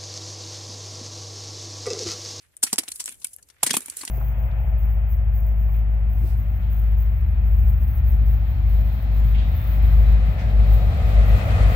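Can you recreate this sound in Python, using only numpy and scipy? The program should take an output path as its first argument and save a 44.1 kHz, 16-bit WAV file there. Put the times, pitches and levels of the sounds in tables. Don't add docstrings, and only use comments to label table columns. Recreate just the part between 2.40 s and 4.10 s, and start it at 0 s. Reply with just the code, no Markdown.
import sys
import numpy as np
from scipy import signal
from scipy.fft import rfft, irfft
from scipy.io import wavfile
from scipy.ndimage import uniform_filter1d, map_coordinates

SR = 44100
rng = np.random.default_rng(int(sys.argv[2]) if len(sys.argv) > 2 else 0)


def store_wav(level_fs):
    pcm = np.round(np.clip(np.atleast_2d(level_fs), -1, 1) * 32767)
    wavfile.write(sys.argv[1], SR, pcm.T.astype(np.int16))


N = 74970

# pitch_hz, relative level_db (per Hz)
AIR_COLOUR = [(25, -8), (70, 10.5), (200, -9), (500, -7.5), (1000, -19), (3000, -22), (9000, -40.5),
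              (13000, -13.5), (16000, -53)]
# time_s, level_db (of the part shared by left and right)
AIR_LEVEL = [(0.15, -71), (0.8, -65), (1.0, -71.5), (1.45, -66)]
AIR_SWELL_DB, AIR_SWELLS_PER_S = 1.5, 15

# pitch_hz, width_hz, level_db
EARTH = [(180, 180, -6.5), (420, 540, -10.5)]
STONE = [(634, 450, -1), (963, 454, -0.5), (1800, 1930, 0)]
SCRAPE = [(2740, 2200, -8), (4970, 6140, -7)]
GRIT = [(7890, 3630, 1), (9950, 2900, 3), (14700, 4000, -9.5)]

# time_s, treble level_db, middle level_db (both before each band's own level)
SAND_LEVELS = [(0.0, -70.5, -62.5), (0.226, -76, -73.5), (0.276, -40.5, -40), (0.354, -46.5, -53.5),
               (0.396, -62, -63), (0.458, -56.5, -53), (0.53, -49.5, -60), (0.59, -45.5, -63),
               (0.8, -57, -70.5), (0.89, -53, -67), (1.04, -71.5, -81.5), (1.188, -69.5, -57.5),
               (1.279, -74, -40), (1.396, -77, -52.5), (1.438, -50, -56), (1.7, -44.5, -45.5)]
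SAND_GRAIN_DB, SAND_LIKENESS, SAND_GAIN = 4, 0.046, 1.44
SAND_FLICKER_DB, BAND_FLICKER_DB = 3.5, 4.5
TICKS_PER_S, TICK_DB, TICK_T60_S = 80, 3.5, .008

# start_s, level_db (before the trim below), pitch_hz, dull part_db (before doubling),
# left-right_db, left port late_ms, ring width_hz
CLICKS = [(0.1675, -15.5, 9800, -45, 15, 0.35, 353), (0.3308, 13.5, 8400, -52, -11, 0.1, 1490),
          (0.3594, -8, 7000, -11, 1, 0.11, 1500), (0.48, -13, 3080, -15.5, 4, 0.048, 1500),
          (0.4846, -6.5, 8600, -21, -10, -0.56, 1500), (0.49, -12, 8360, -15, 7, 0.22, 1500),
          (0.52, -5.5, 9930, -17, 18, 0.45, 1476), (0.5594, -9.5, 10000, -21, 3, -0.26, 1500),
          (0.6419, -9, 7700, -36, 2, -0.1, 600), (0.659, 0, 8660, -33, 2, -0.26, 1500),
          (0.6792, -13.5, 2500, -5, 6, -0.13, 1520), (0.6931, -8, 8800, -16, 21, 0.59, 600),
          (0.7076, -20, 10379, -29, -1, 0.2, 1500), (0.8477, 1, 8970, -34, 3, -0.18, 1480),
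          (0.8699, -12.5, 9950, -25, -21, 0.204, 350), (0.9355, -17, 10700, -39, 12, 0.204, 1500),
          (0.9637, -13.5, 11170, -43, 11, 0.272, 350), (1.0884, -28.5, 12273, -17, 16, -0.085, 1460),
          (1.3345, -5.5, 9700, -13, 1, 0.0024, 1500), (1.3414, -16, 2550, -14, -11, 0.00016, 1500),
          (1.3689, 4.5, 10100, -8, -6, -0.045, 1500), (1.4075, -13, 11100, -15, 13, 0.3, 1510),
          (1.4616, -6, 10000, -35, -28, 0.13, 1500), (1.499, -13, 9400, -20, 8, -0.24, 1500),
          (1.5707, -1.5, 11000, -26, -1, -0.13, 1500), (1.652, -3.5, 9400, -19, -10, 0.065, 1500),
          (1.6781, -6, 8240, -6.5, -6, 0.062, 1500)]
CLICK_TRIM_DB = -7
# pitch_hz, width_hz, level_db
DULL_TAP = [(2370, 5900, 3.6), (4770, 6400, 9)]

# start_s, peak level_db (before left-right), pitch_hz, ring width_hz
KNOCKS = [(0.2311, -31.5, 846, 350), (0.3302, -23, 890, 442), (0.329, -27, 205, 110),
          (0.332, -34, 453, 151), (0.3837, -31.5, 910, 393), (0.3848, -24, 294, 197),
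          (1.2304, -17.5, 850, 447), (1.2363, -19.5, 840, 450), (1.27, -31, 256, 120),
          (1.2959, -30, 1970, 220), (1.3078, -19, 1706, 443), (1.309, -28, 259, 120),
          (1.3403, -18, 893, 500), (1.3688, -20, 1180, 610), (1.633, -33.5, 973, 300)]
KNOCK_LEFT_RIGHT_DB = 3

# (a 60 dB fade, before the layer's own speed)
CRUNCHES = [(0.166, -23.5, -64, -27.5, -30, 522, 570, 3470, 9670, 1, 0.00041, 0.00057, 0.021),
            (0.23, -1.5, -35.5, -27, -21.5, 366, 1386, 5560, 7590, 3, 0.0042, 0.0042, 0.013),
            (0.234, 4.5, -38, -33, -21.5, 236, 800, 5180, 8630, -2, 0.0026, 0.00067, 0.039),
            (0.266, -28, -29, -19, -7, 248, 1080, 6000, 9450, -5, 0.0012, 0.0018, 0.058),
            (0.328, -3, -33, -24, -14, 197, 830, 4730, 8360, 1.5, 0.0014, 0.0022, 0.017),
            (0.336, -19.5, -24, -21, -22, 443, 1500, 5400, 9100, -14, 0.0012, 0.0013, 0.021),
            (0.381, -1.5, -36.5, -17.5, -15, 237, 2255, 4650, 9740, 1.5, 0.00072, 0.00065, 0.031),
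            (0.385, -5.5, -29, -51, -16.5, 320, 2050, 5790, 8520, -4, 0.00043, 0.0019, 0.03),
            (0.433, -28.5, -28, -12, -12, 236, 890, 5840, 8200, 3, 0.003, 0.0029, 0.017),
            (0.4795, -27, -23, -20, -6, 262, 2240, 3090, 8760, 1, 0.0018, 0.0027, 0.028),
            (0.486, -22, -34, -17, -26, 264, 2130, 4640, 8300, 3.5, 0.0011, 0.0025, 0.01),
            (0.518, -16.5, -39, -31.5, -15, 206, 2210, 6020, 9580, -1, 0.0047, 0.0019, 0.013),
            (0.5585, -26, -58, -50, -18, 183, 2130, 5600, 9150, -3.5, 0.00082, 0.0019, 0.036),
            (0.595, -24, -37.5, -27, -14.5, 272, 1700, 6000, 8300, 7, 0.0026, 0.0043, 0.16),
            (0.6, -15.5, -47, -21, -13, 194, 2270, 5890, 6820, 2, 0.0015, 0.0029, 0.021),
            (0.604, -22, -54, -23, -15.5, 266, 1020, 4640, 9150, -13.5, 0.0011, 0.0015, 0.04),
            (0.656, -21, -52, -29, -18, 228, 1830, 6100, 7460, 0, 0.0015, 0.0012, 0.14),
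            (0.676, -23.5, -32, -14.5, -16, 214, 1480, 2264, 8500, 3.5, 0.00053, 0.0014, 0.04),
            (0.686, -25.5, -30.5, -26, -15.5, 257, 2470, 2534, 8860, -6, 0.0011, 0.0016, 0.088),
            (0.716, -31.5, -33.5, -22, -18, 250, 1510, 3140, 11360, 2.5, 0.0017, 0.0069, 0.13),
            (0.799, -36.5, -24, -36, -21, 184, 713, 5710, 10800, 10, 0.0012, 0.0018, 0.015),
            (0.816, -35.5, -33, -21, -10.5, 268, 1020, 6100, 7640, 7.5, 0.0022, 0.001, 0.1),
            (0.844, -10, -45.5, -33, -22.5, 220, 1490, 3030, 9930, 3.5, 0.0017, 0.0019, 0.025),
            (0.865, -31.5, -41, -31, -17, 237, 2220, 5700, 9900, 3, 0.0018, 0.0018, 0.092),
            (0.932, -26.5, -71, -62, -27, 158, 694, 6200, 10450, 2, 0.0019, 0.0018, 0.067),
            (0.984, -42, -28, -10, -23, 500, 1590, 2840, 11000, 10, 0.0015, 0.0022, 0.041),
            (1.026, -34, -32, -38, -24.5, 270, 1770, 5750, 6080, 2.5, 0.0029, 0.0021, 0.025),
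            (1.086, -45, -52, -17, -10, 277, 980, 5900, 7380, -3, 0.0013, 0.00088, 0.035),
            (1.099, -40, -30, -14.5, -9, 192, 1700, 4400, 7690, 9.5, 0.0013, 0.0054, 0.015),
            (1.23, 3, -37.5, -23, -20.5, 514, 2300, 4900, 10170, -3, 0.0015, 0.0027, 0.014),
            (1.234, -12, -28, -31, -27, 155, 1375, 4110, 7920, 3, 0.0015, 0.0064, 0.041),
            (1.263, -3, -32, -19.5, -16, 250, 1780, 5480, 8960, 1.5, 0.0007, 0.00099, 0.059),
            (1.293, -21, -22, -10, -10.5, 207, 2130, 2880, 8800, 8, 0.001, 0.0047, 0.014),
            (1.306, -7, -24.5, -21, -9.5, 260, 1600, 4753, 9200, 0, 0.0038, 0.0032, 0.029),
            (1.331, -18, -30, -30, -17, 248, 2280, 2480, 9140, -11, 0.00074, 0.0039, 0.17),
            (1.34, -5.5, -20.5, -18.5, -11.5, 214, 870, 2694, 8420, 1.5, 0.0024, 0.00062, 0.028),
            (1.346, -14.5, -29, -27, -20.5, 310, 2260, 3330, 9240, -2, 0.0013, 0.0034, 0.064),
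            (1.367, -2.5, -25.5, -27, -24, 243, 1165, 3206, 10750, 1, 0.0024, 0.0021, 0.038),
            (1.404, -27.5, -29, -42, -23, 420, 1300, 5390, 10800, -11, 0.00098, 0.0021, 0.066),
            (1.418, -25.5, -44, -21.5, -22, 335, 2330, 3740, 9500, 0.5, 0.0022, 0.0022, 0.065),
            (1.458, -20.5, -34.5, -48, -26, 193, 2100, 5500, 9100, -1, 0.00053, 0.001, 0.012),
            (1.481, -27.5, -21.5, -11.5, -26, 276, 2380, 2250, 8500, 6.5, 0.00066, 0.0019, 0.03),
            (1.4976, -14, -43, -52, -24.5, 290, 2350, 6100, 9200, -6, 0.001, 0.001, 0.021),
            (1.521, -40.5, -20, -6, -12, 284, 2260, 4060, 7350, 4, 0.0015, 0.0036, 0.057),
            (1.567, -20, -38.5, -68, -25.5, 430, 2300, 5280, 9340, -2.5, 0.0013, 0.0037, 0.079),
            (1.59, -25, -35.5, -36, -21, 276, 2070, 5650, 8940, -2, 0.0015, 0.0022, 0.12),
            (1.609, -23.5, -34, -16.5, -13.5, 236, 2080, 4260, 8260, 0.5, 0.003, 0.0013, 0.095),
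            (1.632, -26, -17, -5.5, -17, 270, 977, 2450, 9600, 4.5, 0.00073, 0.0053, 0.015),
            (1.6495, -16, -42, -51, -18.5, 401, 2170, 6090, 8760, -2, 0.00072, 0.0011, 0.023),
            (1.676, -28, -19.5, -6.5, -6, 270, 2050, 2880, 8350, 3, 0.0055, 0.0012, 0.027),
            (1.68, -26.5, -35, -16, -11, 513, 1500, 3030, 8900, 1, 0.0011, 0.001, 0.025)]
THUD_TRIM_DB, KNOCK_TRIM_DB, SCRAPE_TRIM_DB, GRIT_LEVEL_DB = 6.5, 2, 5.5, -5
# width_hz, level_db
OWN_PITCH = [(130, 7.5), (260, 10.5), (500, 2), (900, 5)]
LAYER_LIKENESS = (0.99, 0.32, 0.33, 0.059)
PUSH_DB = (1, -5, -18, -31)
FADE_SPEED = (0.76, 0.85, 1.093, 1.076)
GRAIN_DB, TAIL_DB, TAIL_T60_S = 4, -19.5, 0.15
LUMPS_PER_S, LUMP_DB = 1100, 3.5
RINGS, RING_WIDTH_HZ, RING_DB, RING_ABOVE_HZ = 5, 100, 1, 1200
# time_s, left port delay_s
LEFT_LATE = [(.7, .00011), (1.2, 0)]

FULL_SCALE, ROLL_HZ, TOP_HZ = .72, 14800, 16650


def undb(db):
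    return 10 ** (np.asarray(db) / 20)


def unit(x):
    return x / np.sqrt(np.mean(x ** 2))


def left_right(value):
    return np.array([[value], [-value]])


def ring(x, hz, width_hz):
    return signal.lfilter(*signal.iirpeak(min(hz, SR * .45), hz / width_hz, SR), x)


def body(x, table):
    total = 0
    for k, (hz, width_hz, db) in enumerate(table):
        twice = ring(ring(x, hz, width_hz), hz, width_hz)
        total = total + (-1) ** k * undb(db) * twice
    return total


def grains(n, spread_db, likeness):
    size = undb(spread_db * np.minimum(rng.exponential(size=n), 4))
    shared = np.clip(likeness, 0, 1)
    both, own = rng.standard_normal(n), rng.standard_normal((2, n))
    return unit(size * (np.sqrt(shared) * both + np.sqrt(1 - shared) * own))


def walk(rate, n=N):
    step = int(SR / rate)
    levels = np.repeat(rng.standard_normal(n // step + 1), step)
    return uniform_filter1d(levels, step)[:n]


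def air():
    hz, table = np.arange(N // 2 + 1) * SR / N + 1, np.array(AIR_COLOUR)
    colour = undb(np.interp(np.log(hz), np.log(table[:, 0]), table[:, 1]))
    mid = irfft(rfft(rng.standard_normal(N)) * colour, N)
    side_colour = colour * np.clip(hz / 770.0, .75, 1)
    side = irfft(rfft(rng.standard_normal(N)) * side_colour, N)
    level_db = np.interp(np.arange(N) / SR, *np.transpose(AIR_LEVEL))
    level_db = level_db + AIR_SWELL_DB * walk(AIR_SWELLS_PER_S)
    return undb(level_db) * (mid + side * left_right(1)) / np.std(mid)


def sand():
    t, levels = np.arange(N) / SR, np.array(SAND_LEVELS)
    out, shared_flicker_db = 0, SAND_FLICKER_DB * walk(20.43)
    tick_decay = 1000 ** (-1 / (TICK_T60_S * SR))
    for column, table in ((1, GRIT), (2, STONE[2:] + SCRAPE)):
        for hz, width_hz, band_db in table:
            ticks = rng.random(N) < TICKS_PER_S / SR
            ticks = ticks * np.minimum(rng.exponential(size=N), 2) * undb(TICK_DB)
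            flow = undb(shared_flicker_db + BAND_FLICKER_DB * walk(60))
            flow = flow + signal.lfilter([1], [1, -tick_decay], ticks)
            level_db = band_db + np.interp(t, levels[:, 0], levels[:, column])
            band = body(grains(N, SAND_GRAIN_DB, SAND_LIKENESS), [(hz, width_hz, 0)])
            out = out + flow * undb(level_db) * SAND_GAIN * band
    return out


def clicks():
    n = SR // 40
    out = np.zeros((2, N + n))
    for start_s, peak_db, hz, dull_db, pan_db, late_ms, width_hz in CLICKS:
        touch = np.sinc(np.arange(n) - 40 - left_right(late_ms) * SR / 2000)
        bell = ring(touch, hz, max(width_hz, 50))
        tap = body(touch, DULL_TAP)
        click = bell / np.abs(bell).max() + undb(dull_db) * tap / np.abs(tap).max() * 2
        port_db = (left_right(pan_db) - abs(pan_db)) / 2
        i = int(start_s * SR) - 44
        out[:, i:i + n] += click * undb(peak_db + CLICK_TRIM_DB + port_db)
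    return out[:, :N]


def knocks():
    n = SR // 20
    out = np.zeros(N + n)
    for start_s, peak_db, hz, width_hz in KNOCKS:
        contact = 1. * (np.arange(n) == 0)
        stone = body(contact, [(hz, max(width_hz, 50), 0)])
        i = int(start_s * SR)
        out[i:i + n] += stone / np.abs(stone).max() * undb(peak_db)
    return out[:N] * undb(left_right(KNOCK_LEFT_RIGHT_DB) / 2)


def crunch_shape(t, rise_s, hold_s, fade_s):
    after = np.maximum(t - .001 - abs(hold_s), 0) * np.log(1000)
    rise = np.exp(np.minimum(t - .001, 0) / max(rise_s, .0002) * 2)
    fade = np.exp(-after / max(fade_s, .004))
    tail = undb(TAIL_DB) * np.exp(-after / TAIL_T60_S)
    lumps = undb(LUMP_DB * np.clip(walk(LUMPS_PER_S, len(t)), -2, 1.5))
    return rise * (fade + tail) * lumps


def small_stones(hz):
    width_hz = RING_WIDTH_HZ * (hz / 2000) ** .5
    level_db = RING_DB - 40 * (hz < RING_ABOVE_HZ)
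    return [(hz * 2 ** octaves, width_hz, level_db) for octaves in rng.uniform(-0.588, 0.523, RINGS)]


def crunches():
    n, lead = SR // 5, SR // 100
    t = (np.arange(n) - lead) / SR
    push = 1. * (np.arange(n) == lead + SR // 1000)
    out = np.zeros((2, N + n))
    for (start_s, peak_db, thud_db, knock_db, scrape_db, *pitch_hz,
         pan_db, rise_s, hold_s, fade_s) in CRUNCHES:
        env = crunch_shape(t, rise_s, hold_s, fade_s)
        layer_db = (thud_db + THUD_TRIM_DB, knock_db + KNOCK_TRIM_DB,
                    scrape_db + SCRAPE_TRIM_DB, GRIT_LEVEL_DB)
        burst = 0
        for table, hz, (width_hz, own_db), db, likeness, push_db, speed in zip(
                (EARTH, STONE, SCRAPE, GRIT), pitch_hz, OWN_PITCH, layer_db,
                LAYER_LIKENESS, PUSH_DB, FADE_SPEED):
            shape = env ** speed
            resonances = table + [(hz, width_hz, own_db)] + small_stones(hz)
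            contact = undb(push_db) * np.sqrt(np.sum(shape ** 2)) * push
            layer = body(shape * grains(n, GRAIN_DB, likeness) + contact, resonances)
            burst = burst + undb(db) * unit(layer) * np.sqrt(np.mean(env ** 2))
        i = int(start_s * SR) - lead
        out[:, i:i + n] += burst * undb(peak_db - 9 + left_right(pan_db) / 2)
    late_s = np.interp(np.arange(N) / SR, *np.transpose(LEFT_LATE))
    left = map_coordinates(out[0], [np.arange(N) - late_s * SR])
    return np.array([left, out[1, :N]])


def scene():
    return crunches() + knocks() + clicks() + sand() + air()


def record(dry):
    rounded = FULL_SCALE * np.tanh(dry / FULL_SCALE)
    rolled = signal.sosfilt(signal.butter(8, ROLL_HZ, fs=SR, output="sos"), rounded)
    return signal.sosfilt(signal.ellip(12, .2, 90, TOP_HZ, fs=SR, output="sos"), rolled)


dry = scene()
out = record(dry)
store_wav(out)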